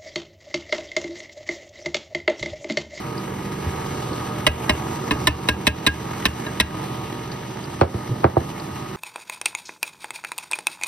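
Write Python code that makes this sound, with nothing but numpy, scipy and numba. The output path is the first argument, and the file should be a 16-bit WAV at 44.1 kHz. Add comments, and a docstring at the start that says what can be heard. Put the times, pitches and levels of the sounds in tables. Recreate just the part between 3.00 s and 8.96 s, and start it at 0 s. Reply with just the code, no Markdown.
"""A wooden counter in a kitchen: a stand mixer beats thick batter, the phone held just above the steel bowl.
The motor hums and whines in ladders of tones one torque pulse apart, over a noisy whirr of gears and
brushes, louder as the phone leans in. A dish of flour is tapped empty on the rim, ringing bowl and dish,
then set down and nudged along the counter, which answers with falling chirps and a low judder.
Sticky smacks and a faint room tail lie behind; the phone's limiter ducks around the loudest blows."""
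import sys
import numpy as np
from scipy import signal
from scipy.fft import rfft, irfft
from scipy.io import wavfile
from scipy.ndimage import uniform_filter1d, minimum_filter1d
from numba import njit

SR = 44100
rng = np.random.default_rng(int(sys.argv[2]) if len(sys.argv) > 2 else 0)


def unload_audio(sound):
    """Save the sound as a 16-bit wav file, at the path given as the first command line argument."""
    columns = np.transpose(np.atleast_2d(sound))
    # keep every value between -1 and 1, then stretch to whole-number steps
    steps = np.round(np.clip(columns, -1, 1) * 32767)
    wavfile.write(sys.argv[1], SR, steps.astype(np.int16))


N = 262836
T, FREQ = np.arange(N) / SR, np.maximum(np.fft.rfftfreq(N, 1 / SR), 1)

# torque pulses (two a mains cycle), rotor turns, and the lowest lines of the growl, gear and whine ladders
PULSE_HZ, ROTOR_HZ = 119.9, 74.4
GROWL_HZ, GEAR_HZ, WHINE_HZ = 137.4, 821.7, 761.9
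# dB lost per doubling of distance; the counter carries the lows, so they fall off less
HUM_FALL_DB, WHINE_FALL_DB, RUMBLE_FALL_DB, GEAR_FALL_DB, HISS_FALL_DB = 4, 5, 4, 5, 4.5


def undb(db):
    """Decibels to gain."""
    return 10 ** (np.asarray(db) / 20)


def over_hz(points):
    """Join (Hz, value) points on a log-frequency axis."""
    hz, value = np.transpose(points)
    return np.interp(np.log(FREQ), np.log(hz), value)


def filtered(x, gain):
    """Apply a frequency response."""
    return irfft(rfft(x) * gain, N)


def unit(x):
    """Scale to rms 1."""
    return x / np.sqrt(np.mean(x ** 2))


def walk(rate):
    """Smooth chance, changing about rate times a second, rms 1."""
    return unit(filtered(rng.standard_normal(N), np.exp(-(FREQ / rate) ** 2)))


def fade(t, t60):
    """Exponential decay, 60 dB down after t60 seconds."""
    return np.exp(-np.log(1000) * t / t60)


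def resonance(hz, width_hz):
    """Resonant peak of gain 1 at hz, half as high at the edges of its width."""
    return 1 / (1 + (2 * (FREQ - hz) / width_hz) ** 2)


def add(track, s, sound):
    """Mix a sound into a track at time s."""
    start = int(s * SR)
    track[..., start:start + sound.shape[-1]] += sound[..., :N - start]


def motor(tone_db=-3.0, waver_db=1.57, drift_hz=1.0, flutter_db=1.5, own_db=1.65, own_drift_hz=0.53):
    """Ladders of hum and whine; the batter's drag makes each ladder waver, and each line a little on its own."""
    # Tone ladders, lines PULSE_HZ apart. Each row: lowest line in Hz, list of relative dB of each line upwards.
    ladders = [(PULSE_HZ, [-37.5, -42.5, -61, -54.5, -48]), (ROTOR_HZ, [-58, -39, -40.5, -51, -60]),
               (PULSE_HZ - ROTOR_HZ, [-52, -41.5, -75, -56.5]), (2 * ROTOR_HZ, [-40.5, -49.5]),
               (2 * (PULSE_HZ - ROTOR_HZ), [-70, -74, -43, -47.5]), (GROWL_HZ, [-41.5, -62, -44]),
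               (GEAR_HZ, [-77, -43.5]), (WHINE_HZ, [-46, -60, -47, -46.5, -43, -56.5])]
    quarter_cycle = np.array([[0], [1 / 4]])  # the side is a quarter cycle ahead of the mid
    out = np.zeros((2, N))
    for lowest, line_dbs in ladders:
        near_db = nearness(HUM_FALL_DB if lowest < 2 * PULSE_HZ else WHINE_FALL_DB)
        # drift_hz is the rms drift of a ladder that starts at 500 Hz
        drift = drift_hz * np.sqrt(lowest / 500) * np.cumsum(walk(7.4)) / SR
        ladder_db = tone_db + near_db + waver_db * walk(2.0) + flutter_db * walk(39)
        strength = np.sqrt(2) * undb(ladder_db)
        for k, db in enumerate(line_dbs):
            wobble = walk(9.2)
            own_drift = own_drift_hz * np.cumsum(wobble) / SR
            cycles = (lowest + k * PULSE_HZ) * T + drift + own_drift + rng.random() + quarter_cycle
            out += undb(db + own_db * wobble) * strength * np.sin(2 * np.pi * cycles)
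    return out


def nearness(fall_db, reference_m=0.3):
    """Level in dB of a part of the mixer as the phone moves nearer and farther."""
    # The phone leans in over the bowl, then draws back. Each row: time in seconds, distance to the motor in m.
    distance = [(0, 0.3), (.85, 0.21), (2.5, 0.22), (3.8, 0.26), (4.55, 0.38), (5.96, 0.34)]
    return -fall_db * np.log2(np.interp(T, *np.transpose(distance)) / reference_m)


def whirr(rumble_db=-36, gear_db=-39.0, hiss_db=-43, pulse_depth=0.025, beat_depth=0.21, rotor_depth=0.013,
          grain_db=2, churn_db=1.0, repeat=0.19, tick_rate=30, tick_db=3.0, tick_t60=0.028):
    """Gear teeth and brushes chatter in the housing, surging with torque pulse, rotor and the beat of both."""
    pulse = 2 * np.pi * PULSE_HZ * T
    rotor = 2 * np.pi * (ROTOR_HZ * T + np.cumsum(walk(4.1)) / SR / 2)
    pulsing = pulse_depth * (np.cos(pulse) + np.cos(3 * pulse) / 2)
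    surge = pulsing + beat_depth * np.cos(pulse - rotor) + rotor_depth * np.cos(rotor)  # log gain
    # slack in the gears lets the teeth tick at random, about tick_rate times a second
    strikes = (rng.random(N) < tick_rate / SR) * rng.random(N)
    ticks = undb(tick_db) * filtered(strikes, rfft(fade(T, tick_t60)))
    chatter = rng.standard_normal((2, N)) * np.exp(surge) * undb(grain_db * walk(390))
    brushes = rng.standard_normal((2, N)) * np.exp(surge / 2)
    # three bands, crossing at 650 and 2450 Hz
    below_gears, below_hiss = 1 / (1 + (FREQ / 650) ** 6), 1 / (1 + (FREQ / 2450) ** 6)
    parts = [(chatter * (1 + ticks / 2), below_gears, rumble_db + nearness(RUMBLE_FALL_DB)),
             (chatter * (1 + ticks), below_hiss - below_gears, gear_db + nearness(GEAR_FALL_DB)),
             (brushes * (1 + ticks / 2), 1 - below_hiss, hiss_db + nearness(HISS_FALL_DB))]
    # the same teeth meet on every turn, so part of the chatter repeats
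    turns = 1 / (1 - min(repeat, .9) * np.exp(-2j * np.pi * FREQ / ROTOR_HZ))
    out = 0
    for source, band, db in parts:
        out = out + unit(housing(source, band * turns)) * undb(db + churn_db * walk(21))
    return shifting(out)


def housing(x, band, stiff_s=3.4, stiffen_s=4.8):
    """The housing colours one band, its resonances shifting in strength as the flour stiffens the batter."""
    # Colour of the whirr. Each row: frequency in Hz, relative level in dB per Hz.
    whirr_colour = [(30, -33), (48, -49), (75, 3.5), (150, -1.5), (350, -2), (560, -10.5), (1300, -22.5),
                    (1520, -19.5), (2400, -15.5), (4000, -19.5), (5400, -21.5), (5900, -20), (7700, -23),
                    (8300, -26.5), (13000, -29), (16000, -35)]
    # Housing resonances. Each row: centre in Hz, width in Hz, dB in thin batter, dB in stiff batter.
    housing_modes = [(471, 52, 6, -12), (862, 274, 15, 18), (1258, 290, 14.5, 12.5), (1668, 86, 6, 1),
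                     (1770, 46, 0, 7.5), (1914, 88, 4.5, 5.5), (1800, 1320, 7, 7.5), (2163, 79, 5.5, 5.5),
                     (2905, 340, 4, 6), (3960, 230, 1.5, 2)]
    hz, width_hz, thin_db, stiff_db = np.transpose(housing_modes)[:, :, None]
    peaks, colour_db = resonance(hz, width_hz), over_hz(whirr_colour)
    thin = filtered(x, band * undb(colour_db + np.sum(thin_db * peaks, axis=0)))
    stiff = filtered(x, band * undb(colour_db + np.sum(stiff_db * peaks, axis=0)))
    # the change takes stiffen_s and is half done at stiff_s
    return thin + (stiff - thin) * np.clip(.5 + (T - stiff_s) / stiffen_s, 0, 1)


def shifting(x, shift_db=1.03, shift_rate=1.3, count=14):
    """The colour drifts: each half octave from 150 Hz up swells and sinks on its own."""
    place = np.clip(2 * np.log2(FREQ / 150), 0, count - 1)
    spectrum = rfft(x)
    out = 0
    for k in range(count):
        band = irfft(spectrum * np.maximum(1 - abs(place - k), 0), N)
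        out = out + band * undb(shift_db * walk(shift_rate))
    return out


def rim_taps(tap_db=-2, rim_db=2, crack_db=-9.5, contact_s=0.0067, tail_db=-10, tail_t60=0.085, spot_db=5.0,
             lag_s=0.002802, side_db=1.0, sharpness=6, rock_s=0.0079, attack_s=0.0034, lift_s=0.013,
             detune=0.0056, zing_db=-17, zing_lag_s=0.018, zing_hz=3000, count=3, bounce_s=0.0033,
             bounce_db=-3.6, half_empty_s=2.69, bright_per_s=0.32, bright_per_db=0.1527,
             clack_db=-1.5, clack_t60=0.038, dish_hz=3850, dish_octaves=0.17, dish_db_per_s=3.3):
    """Each tap bounces on the rim, ringing dish and batter-damped bowl anew; the mixer rocks on its base."""
    # Taps of the dish. Each row: start in seconds, level in dB, pitch of the clack in Hz (it depends on how the
    # dish is held), Hz favoured by the spot struck, dB of the rim's lowest ring, dB of the zing round the wall.
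    taps = [(1.4662, 0, 1977, 2930, -3.5, 3.5), (1.6936, -5, 1906, 2830, -7, -8),
            (2.1087, -9, 1805, 1057, -4, 1), (2.271, 0, 1770, 1049, -26, -15),
            (2.487, -2, 1800, 2620, 5.5, -10), (2.6685, 0, 1823, 2530, 1, 7),
            (2.8652, -0.5, 1845, 3840, 10.5, 10), (3.2537, -3.5, 1770, 2130, -6, 9.5),
            (3.465, -22, 1800, 1700, 9.5, -6), (3.5996, -2.5, 1900, 2470, 0.5, 12)]
    # Modes of, in turn, the loaded bowl, the longer-ringing bare rim (lowest first), the dish's short high
    # pair and the mixer rocking on its base. Each row: frequency in Hz, relative level in dB, t60 in seconds.
    bowl = [(230, -6, 0.034), (303, -13, 0.13), (433, -16.5, 0.083), (618, -9.5, 0.06), (950, -9.5, 0.019),
            (1029, -4, 0.035), (2138, -9.5, 0.052), (2567, -8, 0.064), (2790, -11, 0.045),
            (2892, -1.5, 0.023), (3230, -21, 0.017), (3510, -12, 0.018), (4870, -19, 0.027),
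            (5390, -21.5, 0.06), (6270, -24, 0.025)]
    rim_modes = [(1633, -9.5, 0.095), (2777, -23, 0.2), (4540, -26, 0.07)]
    dish = [(3830, -3.5, 0.022), (3945, -3, 0.02)]
    base = [(75.7, -9, 0.21), (108.5, -4, 0.083)]
    # Crack of the contact. Each row: frequency in Hz, relative level in dB per Hz.
    crack_colour = [(40, -27), (150, -5), (1200, -5), (1900, 0), (2800, 0), (3300, -2), (3900, -1),
                    (4200, -9), (5500, -8), (6500, -13), (8000, -10), (12000, -17), (16000, -27)]
    rings, cracks, zings, t = np.zeros((2, N)), np.zeros((2, N)), np.zeros((2, N)), T[:SR // 3]
    thump = sum(undb(db) * np.sin(2 * np.pi * f * t) * fade(t, ring_s) for f, db, ring_s in base)
    thump = thump * (1 - np.exp(-(t / rock_s) ** 2))  # the heavy mixer is slow to start rocking
    attack, touch = 1 - fade(t, attack_s), np.exp(-(t / contact_s) ** 2)
    contact = attack * (touch + undb(tail_db) * fade(t, tail_t60))
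    lift = 1 - np.exp(-(t / lift_s) ** 2)  # the rim sings only as the dish lifts off it
    rim_hz, rim_mode_db, rim_t60 = np.transpose(rim_modes)
    for s, db, clack_hz, spot_hz, lowest_db, wall_db in taps:
        hz, mode_db, t60 = np.transpose([(clack_hz, clack_db, clack_t60)] + dish + bowl)
        # taps are brighter as the dish empties and when they are harder; tilt in dB per octave
        bright = bright_per_s * (s - half_empty_s) + bright_per_db * db
        # flour damps the dish's high ring, less as it empties
        emptying = dish_db_per_s * (s - half_empty_s) * favour(hz, dish_hz, octaves=dish_octaves)
        tilt = bright * np.log2(hz / 1000)
        mode_db = mode_db + tap_db + emptying + spot_db * favour(hz, spot_hz) + tilt
        rim = ringing(t, rim_hz, rim_db + rim_mode_db + lowest_db * (rim_hz == rim_hz[0]), rim_t60)
        add(rings, s, undb(db) * (lift * rim + thump))
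        add(zings, s, undb(db + wall_db) * touch * rng.standard_normal((2, len(t))))
        for k in range(count):
            when = s + k * bounce_s * rng.uniform(0.65, 1.3)
            strength = undb(db + k * bounce_db)
            # the dish's pressure pulls each mode a little
            pressed_hz = hz * (1 + detune * rng.standard_normal(len(hz)))
            add(rings, when, strength * attack * ringing(t, pressed_hz, mode_db, t60))
            noise = rng.standard_normal((2, len(t)))
            add(cracks, when, strength * undb(sharpness * bright) * contact * noise)
    # the treble of the contact runs round the steel wall and returns as a falling zing
    zings = filtered(bending(zings, zing_lag_s), 1 / np.hypot(1, (zing_hz / FREQ) ** 2))
    contact_noise = undb(crack_db) * cracks + undb(zing_db) * zings
    blows = rings + filtered(contact_noise, unit(undb(over_hz(crack_colour))))
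    # start earlier by half the 1 kHz travel time
    return np.roll(bending(blows, lag_s), -int(lag_s / 2 * SR), axis=1) * undb([[0], [side_db]])


def favour(hz, spot_hz, octaves=0.03):
    """How fully a blow on one spot excites a mode, 0-1."""
    return np.exp(-(np.log2(hz / spot_hz) / octaves) ** 2)


def ringing(t, hz, db, t60):
    """Struck modes as mid and side, heard a quarter cycle apart."""
    cycles = hz * t[:, None] + rng.random(len(hz))
    z = undb(db) * np.exp(2j * np.pi * cycles) * fade(t[:, None], t60)
    return np.array([z.imag.sum(axis=1), z.real.sum(axis=1)])


def bending(x, lag_s):
    """Bending waves carry highs faster than lows; lag_s is the travel time at 1 kHz."""
    return filtered(x, np.exp(-4j * np.pi * lag_s * np.sqrt(1000 * FREQ)))


def counter_knocks(push_db=21, ring_db=1, rattle_t60=0.14, rebound_s=.0075, lag_s=0.0045, low_hz=72,
                   spot_db=7, side_db=2):
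    """A push and a rebound travel through the wooden top as a falling chirp and leave it ringing."""
    # Knocks on the counter. Each row: start in seconds, level in dB, Hz above which the contact is dull,
    # steepness of that fall (exponent), rebound in dB, Hz favoured by the spot struck, rattle in dB.
    knocks = [(0.658, -8, 98, 4.1, 8, 88, 4), (4.8114, 6.5, 674, 4.1, 5, 483, 1),
              (4.94, -9, 220, 2.9, -3, 106, 5), (5.232, -20, 945, 7.4, -2, 780, 9),
              (5.2414, 4, 990, 5.8, 3.5, 350.6, 0), (5.3660, -1, 820, 7.6, 3, 630, -6)]
    # Modes of the counter. Each row: frequency in Hz, relative level in dB, t60 in seconds.
    counter = [(88, -13, 0.15), (114, -12.5, 0.094), (344.5, -7.5, 0.064), (473, -14, 0.054),
               (630, -8.5, 0.013), (764, -11, 0.074), (900, -12, 0.037), (1140, -7, 0.047),
               (4320, -3, 0.069)]
    out, t = 0, T[:SR // 2]
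    for s, db, dull_hz, slope, rebound_db, spot_hz, rattle_db in knocks:
        wood = 0
        for hz, mode_db, t60 in counter:
            level = undb(ring_db + mode_db + spot_db * favour(hz, spot_hz))
            wood = wood + level * np.cos(2 * np.pi * hz * t) * fade(t, t60)
        # the dish rattles on its foot as it settles
        blow = wood + undb(rattle_db) * fade(t, rattle_t60) * rng.standard_normal((2, len(t)))
        blow[:, 0] += undb(push_db)
        blow[:, int(rebound_s * SR)] += undb(push_db + rebound_db)
        track = np.zeros((2, N))
        add(track, s, undb(db) * blow)
        dull = 1 / np.sqrt(1 + (FREQ / dull_hz) ** slope)
        out = out + filtered(track, dull / np.sqrt(1 + (low_hz / FREQ) ** 8))
    # the side hears the wood a quarter cycle apart from the mid
    out = filtered(bending(out, lag_s), np.array([[1], [1j * undb(side_db)]]))
    return np.roll(out, -int(lag_s / 3 * SR), axis=1)


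def dish_slide(loudest_s=5.113, half_s=0.032):
    """The dish's foot sticks and slips as it is nudged along the wood: noise in a short low judder."""
    # Resonances of the judder. Each row: centre in Hz, width in Hz, level in dB.
    slide = [(122, 30, -22), (340, 200, -32)]
    friction = rng.standard_normal((2, N))
    judder = sum(undb(db) * unit(filtered(friction, resonance(hz, width_hz))) for hz, width_hz, db in slide)
    return judder * np.exp(-((T - loudest_s) / half_s) ** 2)


def batter_clicks(width_hz=900, t60=0.043):
    """Batter parts from the beater with a tiny smack, a decaying burst of noise round one pitch."""
    # Sticky smacks. Each row: start in seconds, level in dB, centre in Hz.
    clicks = [(0.179, -33, 4660), (1.131, -36.5, 4170), (3.743, -27, 930), (4.3175, -34, 4520),
              (4.641, -38, 4730), (5.5987, -34, 4600)]
    out, t = np.zeros((2, N)), T[:SR // 10]
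    for s, db, hz in clicks:
        smack = np.zeros((2, N))
        add(smack, s, undb(db) * fade(t, t60) * rng.standard_normal((2, len(t))))
        out += filtered(smack, unit(resonance(hz, width_hz)))
    return out


def kitchen(x, wet_db=-19, t60=0.29):
    """A faint, short, dull room tail of decaying noise, fed by the mid."""
    tail = rng.standard_normal((2, N)) * fade(T, t60) * (T > .008)
    dull = 1 / np.hypot(1, (FREQ / 2300) ** 2)
    return x + undb(wet_db) * filtered(x[0], dull * rfft(unit(tail)) / np.sqrt(N))


def scene():
    """All sources as mid and side, spread to left and right."""
    # Stereo width. Each row: frequency in Hz, gain of side over mid in dB.
    side_gain = [(60, -24), (200, -30), (400, -12), (820, 3), (1250, -11), (1900, -24), (2800, -1),
                 (4000, -6), (5700, -4), (6600, -35), (7800, -46), (8100, -4), (9400, -11.5), (10500, 0),
                 (13000, -12), (15000, -19)]
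    mid, side = kitchen(motor() + whirr() + rim_taps() + counter_knocks() + dish_slide() + batter_clicks())
    width = undb(over_hz(side_gain))
    mid, side = filtered(mid, 1 / np.hypot(1, width)), filtered(side, width / np.hypot(1, width))
    return np.array([mid + side, mid - side])


@njit
def peak_hold(x, keep):
    """Follow peaks at once and let go slowly."""
    out, held = np.empty(len(x)), 0.
    for i in range(len(x)):
        held = max(x[i], held * keep)
        out[i] = held
    return out


def record(dry, release_s=0.24, ceiling=.97, top_hz=15900):
    """Left and right are set apart in level and phase; a look-ahead limiter ducks loud blows; the top is cut."""
    # Level balance of left against right. Each row: frequency in Hz, gain of left over right in dB.
    balance = [(60, 0), (200, -2.5), (700, -5), (1200, 0.5), (2000, -0.5), (4000, -0.5), (15000, 1)]
    # Phase of left against right. 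Each row: frequency in Hz, lead given to the left in radians.
    left_lead = [(2300, 0), (3000, .8), (5400, .2), (5900, .6), (6600, 3.1), (7800, 3.14), (8000, .3),
                 (13000, .4), (14300, 3.1)]
    lean = undb(over_hz(balance) / 2) * np.exp(.5j * over_hz(left_lead))
    pair = filtered(dry, np.array([lean, 1 / lean]))
    peak = peak_hold(np.abs(pair).max(axis=0), np.exp(-1 / (release_s * SR)))
    gain = np.minimum(1, ceiling / (peak + 1e-9))
    gain = uniform_filter1d(minimum_filter1d(gain, size=65), size=65)  # ducks just ahead of the peak
    return signal.sosfilt(signal.ellip(8, .2, 70, top_hz, fs=SR, output="sos"), pair * gain)


dry = scene()
out = record(dry)
unload_audio(out)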